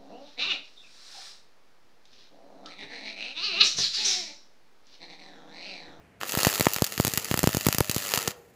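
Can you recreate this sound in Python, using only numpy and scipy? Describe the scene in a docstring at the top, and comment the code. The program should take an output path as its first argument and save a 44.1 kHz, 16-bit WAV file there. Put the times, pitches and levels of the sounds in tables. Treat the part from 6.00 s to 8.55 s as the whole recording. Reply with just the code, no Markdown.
"""A low workshop hum; at 0.2 s a stick welding arc strikes on steel close to a phone microphone.
Its sizzle, noise and spits, swells twice each mains cycle over a sine buzz; a faint tone wavers.
Droplets short the arc, dipping the sizzle, then break with cracks of snap and noise spray; the arc column
swells or collapses in pressure steps that the microphone's low cut turns into thuds.
At 2.32 s the arc breaks: the room rings on and the slag fizzes, fading."""
import sys
import numpy as np
from scipy import signal
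from scipy.fft import rfft, irfft, next_fast_len
from scipy.io import wavfile
from scipy.ndimage import uniform_filter1d, map_coordinates

SR = 44100
rng = np.random.default_rng(int(sys.argv[2]) if len(sys.argv) > 2 else 0)


def to_wav(s):
    """Save 16-bit WAV."""
    ch = np.atleast_2d(s).T  # columns
    pcm = np.round(np.clip(ch, -1, 1) * 32767)  # PCM
    wavfile.write(sys.argv[1], SR, pcm.astype(np.int16))


N = 112454
TIME_S = np.arange(N) / SR

ARC_ON_S, ARC_OFF_S, ARC_EDGE_S = .201, 2.321, .003
RIPPLE_HZ, RIPPLE_PEAK_S = 101.8, .0088
BODY_HZ = 2460  # body below, treble above

# Droplets breaking. Each row: time in seconds, level in dB, weight in dB of the body under BODY_HZ.
DROPLETS = [(0.213, -28.5, 16.5), (0.233, -25.5, 16), (0.3213, -12.5, -5), (0.3514, -14, 1),
            (0.3743, -18.5, 0), (0.3883, -14, 3.5), (0.3919, -16, 7), (0.4033, -11.5, -4), (0.4228, -17, 1),
            (0.4323, -6, -11), (0.449, -7.5, 7), (0.4699, -10, 4.5), (0.483, -23, 7), (0.4997, -12, 1),
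            (0.528, -17.5, 7.5), (0.5385, -23, -2), (0.579, -18, 6), (0.5973, -10.5, 1.5), (0.609, -8, 4.5),
            (0.6254, -15, -6), (0.656, -14.5, 4.5), (0.669, -19, 17.5), (0.685, -17, -4),
            (0.7348, -10.5, -21), (0.7433, -13, -5), (0.763, -10, 4), (0.7849, -18, 7),
            (0.8217, -6.5, -3.5), (0.8426, -13.5, -1), (0.8468, -10.5, -16), (0.8659, -13, -10),
            (0.9224, -19.5, -1), (0.9783, -14.5, 6), (0.9988, -12, -8), (1.009, -15, -23),
            (1.0494, -6, -14), (1.068, -12.5, -8), (1.0707, -11.5, -3), (1.079, -10, -21), (1.137, -8, -15),
            (1.175, -7.5, -1), (1.1786, -11.5, 0), (1.246, -14, -19), (1.3131, -12, 4.5),
            (1.3418, -11, 3.5), (1.375, -11.5, -0.5), (1.3919, -8.5, -7.5), (1.4317, -6.5, -26),
            (1.4414, -13.5, -18), (1.4737, -8, -27), (1.4911, -17.5, 2), (1.5481, -10, -22),
            (1.569, -11, -34.5), (1.667, -8.5, 4), (1.6865, -6, -5), (1.7273, -8, 0), (1.7472, -9, -2),
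            (1.7843, -7, -11), (1.8055, -7.5, -13), (1.8966, -6.5, -14), (1.9134, -13, -5.5),
            (1.946, -10, -19), (1.9633, -10.5, -28), (1.9814, -13.5, -16), (2.1187, -22, 6),
            (2.1383, -7, 7.5), (2.1755, -9, 5.5), (2.1785, -14.5, 1), (2.228, -17, -7), (2.2757, -14, 7),
            (2.2787, -14.5, -5)]


def amp(db):
    """Amplitude factor of a level in dB."""
    return 10 ** (np.asarray(db) / 20)


def unit(x):
    """x scaled to an rms of 1."""
    return x / np.sqrt(np.mean(x ** 2) + 1e-20)


def along(points, hz):
    """(Hz, value) points interpolated on a log frequency axis."""
    point_hz, values = np.transpose(points)
    return np.interp(np.log(hz + 1), np.log(point_hz + 1), values)


def wobble(knots_per_s, shift_knots=0):
    """A smooth random curve through normal draws."""
    knots = rng.standard_normal(int(N * knots_per_s / SR) + 4)
    return map_coordinates(knots, [np.arange(N) * knots_per_s / SR + shift_knots])


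def coloured(x, spectrum):
    """x through a minimum-phase filter with this (Hz, dB) spectrum; white noise keeps its level."""
    size = 2048
    cepstrum = irfft(np.log(amp(along(spectrum, np.fft.rfftfreq(size, 1 / SR)))))
    # folding the cepstrum makes the filter causal
    cepstrum[1:size // 2] *= 2
    cepstrum[size // 2 + 1:] = 0
    pulse = irfft(np.exp(rfft(cepstrum)))
    return signal.fftconvolve(x, pulse / np.linalg.norm(pulse))[:N]


def dying(starts, t60_s):
    """An envelope that jumps at each start and falls 60 dB in t60_s."""
    return signal.lfilter([1], [1, -amp(-60 / (t60_s * SR))], starts)


def weighted(body, treble):
    """The part of one signal under BODY_HZ joined to the part of another above it."""
    low_pass = signal.butter(2, BODY_HZ, "low", fs=SR, output="sos")
    high_pass = signal.butter(2, BODY_HZ, "high", fs=SR, output="sos")
    # the two halves are in antiphase, so subtracting joins them
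    return signal.sosfilt(low_pass, body) - signal.sosfilt(high_pass, treble)


def sizzle():
    """Hiss and tiny spits swell with the ripple of the current; each swell has its own strength."""
    # Each row: time in seconds, hiss level in dB, weight in dB of its body under BODY_HZ.
    arc_course = [(0.2, -55, 0), (0.215, -48, 16), (0.25, -44.5, 11), (0.28, -37, -0.5), (0.42, -31.5, 3.5),
                  (0.55, -32, 2), (0.68, -35, -3.5), (0.8, -41.5, 1), (0.93, -41.5, 1), (1.05, -34, -4.5),
                  (1.18, -40.5, 3), (1.3, -39.5, 3), (1.43, -41, 0), (1.55, -36, 1.5), (1.68, -38.5, -2),
                  (1.8, -43.5, 0.5), (1.93, -37, 2), (2.1, -34, 0.5), (2.148, -31.5, 4), (2.18, -38.5, 4),
                  (2.32, -40.5, 7)]
    # Each row: frequency in Hz, level in dB per Hz.
    sizzle_colour = [(150, -10.5), (400, -2), (1900, 0.5), (15400, -0.5)]
    ripple_depth_db, cycle_scatter_db, flutter_db = 9, 1.5, 3  # ripple depth: peak to trough
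    spits_per_s, spit_db, spit_spread_db, spit_t60_s = 1300, -1.5, 3.2, .00015

    cycles = RIPPLE_HZ * (TIME_S - RIPPLE_PEAK_S)
    ripple_db = ripple_depth_db / 2 * np.cos(2 * np.pi * cycles)
    # one knot at each ripple peak
    scatter_db = cycle_scatter_db * wobble(RIPPLE_HZ, shift_knots=1 - RIPPLE_HZ * RIPPLE_PEAK_S)
    swell = amp(ripple_db + scatter_db + flutter_db * wobble(900))
    hiss = unit(swell * rng.standard_normal(N))

    spit_now = rng.random(N) < spits_per_s / SR
    spit_sizes = amp(spit_spread_db * np.minimum(rng.exponential(size=N), 3))
    spit_envelope = dying(spit_now * spit_sizes * swell, spit_t60_s)
    spits = unit(spit_envelope * rng.standard_normal(N))

    time_s, level_db, body_db = np.transpose(arc_course)
    level = burning() * shorted() * amp(np.interp(TIME_S, time_s, level_db))
    noise = level * (hiss + amp(spit_db) * spits)
    body = amp(np.interp(TIME_S, time_s, body_db)) * noise
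    return coloured(weighted(body, noise), sizzle_colour)


def burning():
    """1 while the arc burns, 0 otherwise, with short linear edges."""
    return np.clip(np.minimum(TIME_S - ARC_ON_S, ARC_OFF_S - TIME_S) / ARC_EDGE_S, 0, 1)


def shorted():
    """Gain of the sizzle: it sinks while a droplet bridges the gap, further before a louder crack."""
    short_s, dip_db_per_db, dip_from_db = .006, .5, -24
    dip_db = np.zeros(N)
    for time_s, level_db, _ in DROPLETS:
        bridged = slice(round((time_s - short_s) * SR), round(time_s * SR))
        dip_db[bridged] = -dip_db_per_db * max(level_db - dip_from_db, 0)
    return amp(uniform_filter1d(dip_db, size=30))


def cracks():
    """Each droplet breaks with a snap and a short spray of noise; some have more body than others."""
    # Each row: frequency in Hz, level in dB per Hz.
    crack_colour = [(150, -33), (400, -4.5), (1000, -0.5), (3000, -1.5), (15400, 2)]
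    snap_db, snap_t60_s = 7, .0003
    spray_db, spray_t60_s, spray_wobble_db = -8, .012, 4.9

    starts = np.zeros((2, N))  # body, treble
    for time_s, level_db, body_db in DROPLETS:
        starts[:, round(time_s * SR)] = amp(level_db + np.array([body_db, 0]))
    snap = -amp(snap_db) * dying(starts, snap_t60_s)
    spray_level = amp(spray_db + spray_wobble_db * wobble(2000))
    spray = dying(starts, spray_t60_s) * spray_level * rng.standard_normal(N)
    body, treble = snap + spray
    return coloured(weighted(body, treble), crack_colour)


def steps():
    """As the arc column swells or collapses, the pressure jumps, then relaxes slowly."""
    # Each row: time in seconds, size before the low cut (+ swell, - collapse), rise in ms.
    pressure_jumps = [(0.3406, 0.1, 0.04), (0.3411, -0.13, 0.04), (0.3737, -0.36, 0.15),
                      (0.4322, -0.16, 0.04), (0.4327, 0.12, 0.04), (0.4696, -0.74, 0.04),
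                      (0.5974, -0.24, 0.04), (0.5979, 0.13, 0.04), (0.6089, -0.18, 0.04),
                      (0.6096, 0.45, 0.04), (0.6682, 0.65, 0.04), (0.6689, -0.9, 0.04),
                      (0.7631, -0.09, 0.04), (0.8216, 0.68, 0.08), (0.9786, -0.1, 0.04),
                      (1.0001, -0.74, 0.08), (1.0496, 0.25, 0.04), (1.0714, -0.16, 0.04),
                      (1.0798, -0.19, 0.04), (1.1368, 0.1, 0.3), (1.176, 0.21, 0.15), (1.3134, -0.4, 0.04),
                      (1.342, 0.32, 0.04), (1.3769, -0.15, 0.04), (1.392, 0.12, 0.04),
                      (1.4318, -0.27, 0.04), (1.4406, 0.64, 0.04), (1.4737, -0.85, 0.08),
                      (1.492, -0.13, 0.04), (1.5476, 0.3, 0.08), (1.5699, 0.4, 0.15), (1.6663, 0.33, 0.04),
                      (1.6674, -0.78, 0.5), (1.6868, 0.45, 0.04), (1.7473, -0.18, 0.04),
                      (1.7843, 0.27, 0.3), (1.8056, -0.41, 0.04), (1.8078, -0.68, 0.04),
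                      (1.8961, 0.25, 0.3), (1.9643, 0.3, 0.15), (2.1385, -0.23, 0.04), (2.1388, 0.2, 0.04),
                      (2.1754, -0.16, 0.04), (2.2792, -0.19, 0.15)]
    relax_s = .1  # time constant
    out = np.zeros(N + SR)
    since_s = np.arange(SR) / SR
    for time_s, size, rise_ms in pressure_jumps:
        rise_s = rise_ms * 0.0013  # time constant, 1.3 times the tabled rise
        jump = np.exp(-since_s / relax_s) - np.exp(-since_s / rise_s)
        out[round(time_s * SR):][:SR] += size * jump
    return out[:N]


def fizz():
    """The hot slag hisses on, fading, once the arc has broken."""
    start_db, fall_db_per_s, wobble_db = -60.5, 36, 2.2
    since_s = TIME_S - ARC_OFF_S
    level = amp(start_db - fall_db_per_s * since_s + wobble_db * wobble(89))
    return (since_s > 0) * level * rng.standard_normal(N)


def bench(arc_noise):
    """Plate and bench colour all the arc's noise."""
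    # Each row: frequency in Hz, level in dB.
    bench_colour = [(300, 6), (1100, -0.5), (1330, 5), (1550, -4), (1790, 4), (2239, -2), (2720, 4),
                    (3500, -1), (4823, 4.0), (5340, 0), (5684, 1), (7000, 6), (8000, 1), (8957, -2.5),
                    (9991, -2), (10508, 4), (11025, -1), (11714, 7), (12230, -2.5), (12919, 1), (13436, 4),
                    (13781, -4.5), (15159, 4.5), (15400, 3.5)]
    return coloured(arc_noise, bench_colour)


def buzz():
    """The arc column pulses at the ripple rate: sines of wandering level."""
    # Each row: multiple of the ripple rate, peak level in dB before its wander.
    ripple_lines = [(1, -51.5), (2, -57)]
    lines = 0
    for multiple, level_db in ripple_lines:
        level = amp(level_db + 3.9 * wobble(7.1))
        lines = lines + level * np.sin(2 * np.pi * multiple * RIPPLE_HZ * TIME_S)
    return burning() * lines


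def tone():
    """One faint partial, unsteady in pitch and level, perhaps the molten pool."""
    # Each row: time in seconds, pitch in Hz and peak level in dB, both before their wander.
    tone_course = [(.24, 522, -58), (.34, 517, -46), (0.451, 492, -51), (.8, 464, -55), (1.36, 443, -52.5),
                   (1.44, 635.6, -53.5), (1.848, 607, -50.5), (2.07, 583, -48), (2.13, 491, -59),
                   (2.23, 450, -45), (2.31, 500, -45.5), (2.4, 471, -55), (2.55, 470, -65)]
    time_s, hz, level_db = np.transpose(tone_course)
    pitch_hz = np.interp(TIME_S, time_s, hz) * (1 + .014 * wobble(40))
    level = amp(np.interp(TIME_S, time_s, level_db, left=-120) + 2.1 * wobble(24.76))
    return level * np.sin(2 * np.pi * np.cumsum(pitch_hz) / SR)


def room(x):
    """Each frequency of the room's answer dies at its own speed; every stretch gets its own tail."""
    # Each row: frequency in Hz, time to fall 60 dB in seconds.
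    room_t60 = [(150, .3), (480, 1), (900, 0.44), (3000, 0.26), (12000, 0.16)]
    # Each row: frequency in Hz, level in dB.
    room_colour = [(150, -6), (480, 1), (900, 4.5), (3000, 2.5), (12000, 0)]
    room_db = -16.5
    stretch, delay = SR // 5, 200  # samples
    out = np.zeros(N + SR)
    for start in range(0, N, stretch):
        hz, t_s, noise = signal.stft(rng.standard_normal(SR // 2), SR, nperseg=256)
        tail_db = along(room_colour, hz)[:, None] - 60 * t_s / along(room_t60, hz)[:, None]
        tail = signal.istft(noise * amp(tail_db), SR, nperseg=256)[1]
        wet = signal.fftconvolve(x[start:start + stretch], tail / np.linalg.norm(tail))
        out[start + delay:][:len(wet)] += wet
    return amp(room_db) * out[:N]


def hum():
    """The low murmur of the workshop: coloured noise of slightly wandering level."""
    # Each row: frequency in Hz, level in dB per Hz.
    hum_colour = [(24, -18.5), (54, 6), (95, -8), (182, -13), (221, -17.5), (680, -20.5), (1100, -28.5),
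                  (2200, -26.5), (3500, -39), (15400, -52)]
    hum_db, wander_db = -51.5, 1.3
    return amp(hum_db + wander_db * wobble(9.3)) * coloured(rng.standard_normal(N), hum_colour)


def scene():
    """The arc's noise and its room answer, with thuds, buzz, tone and hum added dry."""
    arc = bench(sizzle() + cracks() + fizz())
    return (arc + room(arc) + steps() + buzz() + tone() + hum())[None]


def record(dry):
    """The microphone's third-order low cut; then a steep drop above 15.45 kHz and silence above top_hz."""
    # Each row: frequency in Hz, gain in dB.
    top_treble = [(15450, 0), (15550, -22), (15900, -30), (16800, -36)]
    low_cut_hz, top_hz = 116.4, 16800
    low_cut = signal.butter(3, low_cut_hz, "high", fs=SR, output="sos")
    x = signal.sosfilt(low_cut, dry)
    size = next_fast_len(N + 4096)
    hz = np.fft.rfftfreq(size, 1 / SR)
    gain = amp(along(top_treble, hz)) * (hz < top_hz)
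    return irfft(rfft(x, size) * gain, size)[:, :N]


dry = scene()
out = record(dry)
to_wav(out)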